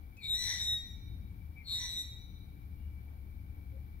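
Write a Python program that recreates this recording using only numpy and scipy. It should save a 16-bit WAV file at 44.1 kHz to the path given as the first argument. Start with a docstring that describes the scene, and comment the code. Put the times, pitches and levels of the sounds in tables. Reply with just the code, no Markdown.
"""A dry car door hinge squeals twice as the door is swung by hand in a garage.
Each squeal starts with a small chirp, then the pin sticks and slips so fast that it sings near 3.8 kHz.
As it binds harder a higher tone takes over, an octave below joins in and the slipping turns raspy.
The door steel and the garage ring on over a low rumble. Later the hand rubs softly on the door,
a hum grows and there is one faint hoot."""
import sys
import numpy as np
from scipy import signal
from scipy.fft import rfft, irfft
from scipy.io import wavfile

SR = 44100
rng = np.random.default_rng(int(sys.argv[2]) if len(sys.argv) > 2 else 0)


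def dump(signal):
    """Clip the signal to [-1, 1] and save it as 16-bit WAV at the path in sys.argv[1]."""
    limited = np.clip(np.atleast_2d(signal).T, -1, 1)
    pcm = np.round(limited * 32767).astype(np.int16)
    wavfile.write(sys.argv[1], SR, pcm)


N = 176400
T = np.arange(N) / SR
HZ = np.fft.rfftfreq(N, 1 / SR)

# Tone colour of the low rumble and of the faint air: frequency_hz, level_db
RUMBLE_COLOUR = [(12, -33), (24, -5), (32, -17.5), (45, -1.5), (75, 0), (105, -1.5), (150, -15),
                 (180, -10.5), (230, -19), (290, -23.5), (380, -32), (600, -70)]
AIR_COLOUR = [(180, -31), (300, -8.5), (424, -12), (709, -18.5), (770, -23), (809, -12), (1570, -19),
              (1760, -25), (2080, -23), (2330, -30), (2660, -29), (3890, -26), (7530, -40), (12400, -24),
              (15600, -23)]
# How the rumble and the hum rise and fall: time_s, level_db
RUMBLE_LOUDNESS = [(0, -51), (.45, -50.5), (.95, -49), (1.15, -44.5), (1.35, -48.5), (1.6, -50), (2.0, -51),
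                   (2.65, -48), (3.2, -49.5), (4, -48)]
HUM_LOUDNESS = [(0, -61), (2.6, -56), (2.85, -44.5), (3.1, -47), (3.6, -48.5), (4, -51)]
# Thin, steady whistles in the background: pitch_hz, width_hz, level_db
THIN_WHISTLES = [(291.8, 10.2, -72.5), (764, 17, -80), (2299, 50, -74)]
# How alike the background noise is on the two sides: frequency_hz, likeness_0_to_1
SIDE_LIKENESS = [(30, 1), (130, 0.92), (260, 0.89), (500, 0.7), (1000, 1), (2300, 0.32), (5000, 0.15),
                 (15000, 0.033)]
# How far the background leans to the left: frequency_hz, left_minus_right_db
LEFT_LEAN = [(30, 17.5), (70, 5.5), (150, 2), (500, 4.5), (1000, 0.5), (2300, 7), (5000, 4), (12000, 1.5)]
# Chirps, side tones and groans of the hinge: start_s, length_s, start_hz, end_hz, level_db
HINGE_CHIRPS = [(0.159, 0.073, 2594, 2375, -54.5), (0.194, 0.061, 2380, 2274, -50.5),
                (0.219, 0.068, 2295, 2270, -43.5), (0.185, 0.14, 4300, 4370, -54),
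                (0.324, 0.22, 4008, 4030, -41.5), (.34, 0.308, 5860, 5792, -41),
                (0.441, 0.17, 1983, 1961, -40.5), (1.549, 0.072, 2320, 2318, -50),
                (1.587, 0.065, 2200, 2065, -61.5), (1.633, 0.16, 4310, 4320, -42),
                (1.66, 0.13, 4098, 4050, -42), (1.66, .13, 1170, 1077, -68.5),
                (1.729, 0.17, 5897, 5825, -46.5), (1.78, 0.12, 1060, 924, -62),
                (2.297, 0.11, 3755, 3797, -65), (2.33, 0.15, 3922, 3990, -69),
                (2.73, 0.194, 2800, 2890, -76)]
# Small knocks from the door: start_s, level_db, centre_hz
DOOR_KNOCKS = [(.169, -62, 5000), (.337, -58, 1100), (.6, -52.5, 1500)]
# The pin in each swing. It sings a "free" tone when turning easily and a "bound" tone when tight:
# time_s, free_tone_db, bound_tone_db, octave_below_share_db, roughness_0_to_1
FIRST_PIN_PATH = [(.205, -74, -64, -45, 0.7), (.24, -44.5, -75, -46, 0.75), (.275, -42.5, -53.5, -57, 0.65),
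                  (.31, -32.5, -53, -38, 0.12), (.355, -32.5, -49, -8.5, 0.29), (.39, -46, -36, -5, 0.1),
                  (.44, -50, -35.5, -6, 0.54), (.5, -40, -49, 6, 0.74), (.57, -46, -45, -2, 0.88),
                  (.615, -34.5, -68, -5.5, 0.36), (.7, -33.5, -50, -16, 0.13), (.74, -34, -58, -14, 0.2),
                  (.79, -37, -80, -10, 0.25)]
SECOND_PIN_PATH = [(1.65, -76, -69, -41.5, 0.79), (1.685, -50.5, -49, -40, 1),
                   (1.725, -35.5, -48, -30, 0.34), (1.765, -34, -44, -8.5, 0.19),
                   (1.8, -42, -48.5, -1, 0.47), (1.845, -46, -44, 2.5, 0.37), (1.94, -53, -39, -21.5, 0.51),
                   (1.975, -36.5, -48.5, -6, 0.17), (2.015, -35.5, -55, -7, 0.047),
                   (2.07, -64, -62, 2, 0.18), (2.11, -66, -73, 0, 0.091), (2.2, -75, -73, -14, 0.075)]
# The pure tones that make up the squeal and its octave below: pitch_multiple, level_db
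SQUEAL_PARTIALS = [(1, 0), (2, -13), (3, -19), (4, -46)]
OCTAVE_BELOW_PARTIALS = [(.5, -5), (1.5, -2), (2.5, -19), (3.5, -35)]
# Tone colour of the pin's heavy rasp and light rasp: frequency_hz, level_db
HEAVY_RASP_COLOUR = [(200, -43.5), (600, -17.5), (1000, -10), (1300, -21.5), (1850, 0), (2300, 0.5),
                     (2750, -21.5), (3300, -1), (3800, -2.5), (4600, -5.5), (5700, 0.5), (6600, -3),
                     (7600, -6.5), (8600, -42.5), (9800, -7.5), (11500, -20), (13000, -33), (16000, -36)]
LIGHT_RASP_COLOUR = [(500, -24.5), (1100, -29.5), (1500, -58.5), (2900, -75.5), (3700, 12.5), (4300, -26.5),
                     (4800, -21.5), (6100, -28), (7500, 0), (9200, -52), (11400, -3), (13500, -42)]
# Ringing notes of the hinge and door steel: pitch_hz, level_db, ring_s (time to fall 60 dB)
STEEL_NOTES = [(2103, -8, 1), (2430, -2, 0.74), (3780, -13, 0.39), (3373, -2, 0.99), (3766, 17.5, 1),
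               (3930, -2, 0.23), (3980, -2.5, 1), (4380, -21, 1), (4140, -13.5, 0.21), (4000, -10, 1),
               (4905, -7.5, 0.1), (6370, -24, 0.44), (7702, -13, 0.14), (7470, -12, 0.14)]
# How long the garage echoes: frequency_hz, ring_s (time to fall 60 dB)
GARAGE_RING = [(300, 1), (2000, 0.85), (3800, 0.81), (5800, 0.88), (7600, 0.43), (11500, 0.65)]
# How the hinge and its echo change on the right side: frequency_hz, gain_db
RIGHT_COLOUR = [(500, -8.5), (1900, -17), (2500, -6.5), (3800, -4.5), (5800, -3.5), (7600, -8.5),
                (9800, -1.5), (11400, -10), (15000, 2)]
# Soft rubs of the hand on the door: start_s, length_s, level_db
HAND_RUBS = [(2.593, 0.087, -80), (2.972, 0.27, -70), (3.486, 0.21, -73)]
# Tone colour of those rubs: frequency_hz, level_db
RUB_COLOUR = [(200, -28), (450, 0.5), (850, 1), (1200, -15), (2000, -13), (5000, -35)]

JITTER_S = 0.00186  # time scale of the fast flutter in the tones


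def amp(db):
    """Turns decibels into a number to multiply by."""
    return 10 ** (np.asarray(db) / 20)


def unit(x):
    """Scales a signal to an average (rms) size of 1."""
    return x / np.sqrt(np.mean(abs(x) ** 2) + 1e-20)


def read(points, hz=HZ):
    """Fills in a curve between its points, with octaves evenly spaced."""
    point_hz, value = np.transpose(points)
    return np.interp(np.log(hz + 1), np.log(point_hz), value)


def colour(x, points):
    """Turns each frequency up or down by a curve in dB."""
    return irfft(rfft(x) * amp(read(points)), N)


def drift(seconds):
    """A smooth random wobble of size 1; more seconds make it slower."""
    return unit(irfft(rfft(rng.standard_normal(N)) / (1 + (HZ * seconds * 2) ** 4), N))


def add(mix, start_s, sound):
    """Mixes a sound in at its start time."""
    part = mix[max(round(start_s * SR), 0):][:len(sound)]
    part += sound[:len(part)]


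def later(x, seconds):
    """Delays a sound; its end wraps round to the start."""
    return irfft(rfft(x) * np.exp(-2j * np.pi * HZ * seconds), N)


def noise_pair():
    """Left and right hiss, alike in the bass and less so in the treble."""
    shared, separate = rfft(rng.standard_normal((2, N)))
    likeness = np.clip(read(SIDE_LIKENESS), -1, 1)
    right = likeness * shared + np.sqrt(1 - likeness ** 2) * separate
    return irfft(np.array([shared, right]), N)


def background():
    """Low rumble, faint air, thin whistles, a wavering hum that grows and one brief hoot."""
    rumble_gain = amp(np.interp(T, *np.transpose(RUMBLE_LOUDNESS)))
    noise = rumble_gain * unit(colour(noise_pair(), RUMBLE_COLOUR))
    noise += amp(-66.5) * unit(colour(noise_pair(), AIR_COLOUR))
    for hz, width_hz, db in THIN_WHISTLES:
        narrow_band = 1 / (1 + ((HZ - hz) / width_hz) ** 2)
        noise += amp(db) * unit(irfft(rfft(noise_pair()) * narrow_band, N))
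    hum_hz = 71.5 + 1.98 * drift(.1)
    hum_gain = amp(np.interp(T, *np.transpose(HUM_LOUDNESS)))
    tones = np.sqrt(2) * hum_gain * np.sin(2 * np.pi * np.cumsum(hum_hz) / SR)
    hoot = chirp(length_s=.1, start_hz=543.66, end_hz=538.33, db=-62.5, jitter_hz=26)
    add(tones, 3.71, hoot)
    lean = amp(np.outer([.5, -.5], read(LEFT_LEAN)))
    return irfft(rfft(noise + tones) * lean, N)


def chirp(length_s, start_hz, end_hz, db, jitter_hz):
    """A short, unsteady tone that glides as it swells and fades."""
    progress = np.arange(0, 1, 1 / (length_s * SR))
    hz = start_hz + (end_hz - start_hz) * progress + jitter_hz * drift(JITTER_S)[:len(progress)]
    swell = np.sin(np.pi * progress) ** 2
    return amp(db) * np.sqrt(2) * swell * np.sin(2 * np.pi * np.cumsum(hz) / SR)


def door_knock(db, centre_hz, decay_s=0.0094):
    """A dull tick from the door: a burst of noise that dies at once."""
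    band = signal.butter(1, [centre_hz / 2, min(centre_hz * 2, SR / 2.1)], "band", fs=SR)
    burst = unit(signal.lfilter(*band, rng.standard_normal(2048)))
    return amp(db) * burst * np.exp(-T[:2048] / decay_s)


def hinge_squeal(pin_path, free_hz, bound_hz, sag_hz_per_s, free_octave_db):
    """The pin sticks and slips, singing two tones; its tiny slips rasp and ring the steel."""
    times, *columns = np.transpose(pin_path)
    free_db, bound_db, octave_db, rough = (np.interp(T, times, column) for column in columns)
    elapsed = T - times[0]
    moving = np.clip(elapsed / .0125, 0, 1) * np.clip((times[-1] - T) / .05, 0, 1)  # fade in and out
    free, bound, octave_share = amp(free_db) * moving, amp(bound_db) * moving, amp(octave_db)
    level = np.hypot(free, bound)

    def phase(start_hz, waver_hz=5, jitter_rad=.45):
        """The pitch sinks and wavers; rough slipping shakes the wave's timing."""
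        hz = start_hz - sag_hz_per_s * elapsed + waver_hz * drift(0.01)
        return 2 * np.pi * np.cumsum(hz) / SR + jitter_rad * rough * drift(JITTER_S)
    low, high = phase(free_hz), phase(bound_hz)

    def partials(table, free_gain, shimmer=.55):
        """Stacks pure tones on both pitches; roughness makes them flicker."""
        stack = np.zeros(N)
        for multiple, db in table:
            both = free_gain * np.cos(multiple * low) + bound * np.cos(multiple * high)
            stack += amp(db) * both * (1 + shimmer * rough * drift(JITTER_S))
        return stack
    main = partials(SQUEAL_PARTIALS, free)
    octave_below = octave_share * partials(OCTAVE_BELOW_PARTIALS, free * amp(free_octave_db))
    # Sounding together, the two tones clash and make three more.
    overlap = free * bound / (level + 1e-9)
    clash = overlap * (np.cos(2 * high - low) + np.cos(2 * low - high) + .5 * np.cos(low + high))
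    tone = np.sqrt(2) * (main + octave_below + amp(-6.5) * clash)
    slips, grind = pin_slips(), level * rough
    return tone + grind * pin_rasp(slips, octave_share) + amp(-6) * steel_ring(grind * unit(slips))


def pin_slips(per_s=2500, spread_db=0.5):
    """A dense stream of tiny slips, each one a click of uneven size."""
    size = amp(spread_db * np.minimum(rng.exponential(1, N), 4)) * rng.choice([-1, 1], N)
    return size * (rng.random(N) < per_s / SR)


def pin_rasp(slips, octave_share):
    """The slips blur into a rasp whose heavy part grows with the octave below."""
    heavy = amp(-3.5) * np.sqrt(octave_share) * unit(colour(slips, HEAVY_RASP_COLOUR))
    light = amp(-16) * unit(colour(slips, LIGHT_RASP_COLOUR))
    return heavy + light


def steel_ring(slips):
    """Each slip taps the steel, which rings on at its own notes."""
    t = T[:SR]
    ring = sum(amp(db - 60 * t / ring_s) / np.sqrt(ring_s) * np.sin(2 * np.pi * hz * t)
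               for hz, db, ring_s in STEEL_NOTES)
    return signal.fftconvolve(slips, ring / np.linalg.norm(ring))[:N]


def garage_echo(sound):
    """The garage smears the sound into a tail on each side, the treble dying first."""
    hz, t, noise = signal.stft(rng.standard_normal((2, SR)), SR, nperseg=256)
    decay = amp(-60 * t / read(GARAGE_RING, hz)[:, None])
    tail = signal.istft(noise * decay, SR, nperseg=256)[1]
    return signal.fftconvolve(sound[None], tail / np.linalg.norm(tail[0]), axes=1)[:, :N]


def hand_rubs():
    """The hand slides on the door: dull friction noise that swells and fades."""
    swell = sum(amp(db) * np.sin(np.pi * np.clip((T - start_s) / length_s, 0, 1)) ** 2
                for start_s, length_s, db in HAND_RUBS)
    return swell * unit(colour(rng.standard_normal((2, N)), RUB_COLOUR))


def scene():
    """Two swings in the garage; the hinge is nearer the left, so the right hears it later."""
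    hinge = hinge_squeal(FIRST_PIN_PATH, free_hz=3784, bound_hz=3950,
                         sag_hz_per_s=45, free_octave_db=-5.5)
    hinge += hinge_squeal(SECOND_PIN_PATH, free_hz=3770, bound_hz=3934,
                          sag_hz_per_s=8, free_octave_db=-23.5)
    for start_s, *shape in HINGE_CHIRPS:
        add(hinge, start_s, chirp(*shape, jitter_hz=35))
    for start_s, db, centre_hz in DOOR_KNOCKS:
        add(hinge, start_s, door_knock(db, centre_hz))
    echo = garage_echo(hinge)
    quiet_sounds = background() + hand_rubs()
    left = hinge + amp(-6.5) * echo[0] + quiet_sounds[0]
    right = colour(later(hinge, seconds=.00007) + amp(-6) * echo[1], RIGHT_COLOUR)
    right += later(quiet_sounds[1], seconds=.0004)
    return np.array([left, right])


def record(dry):
    """Cuts away the very highest treble."""
    low_pass = signal.firwin(511, cutoff=15750, window=("kaiser", 9), fs=SR)
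    return signal.oaconvolve(dry, low_pass[None], "same")


dry = scene()
out = record(dry)
dump(out)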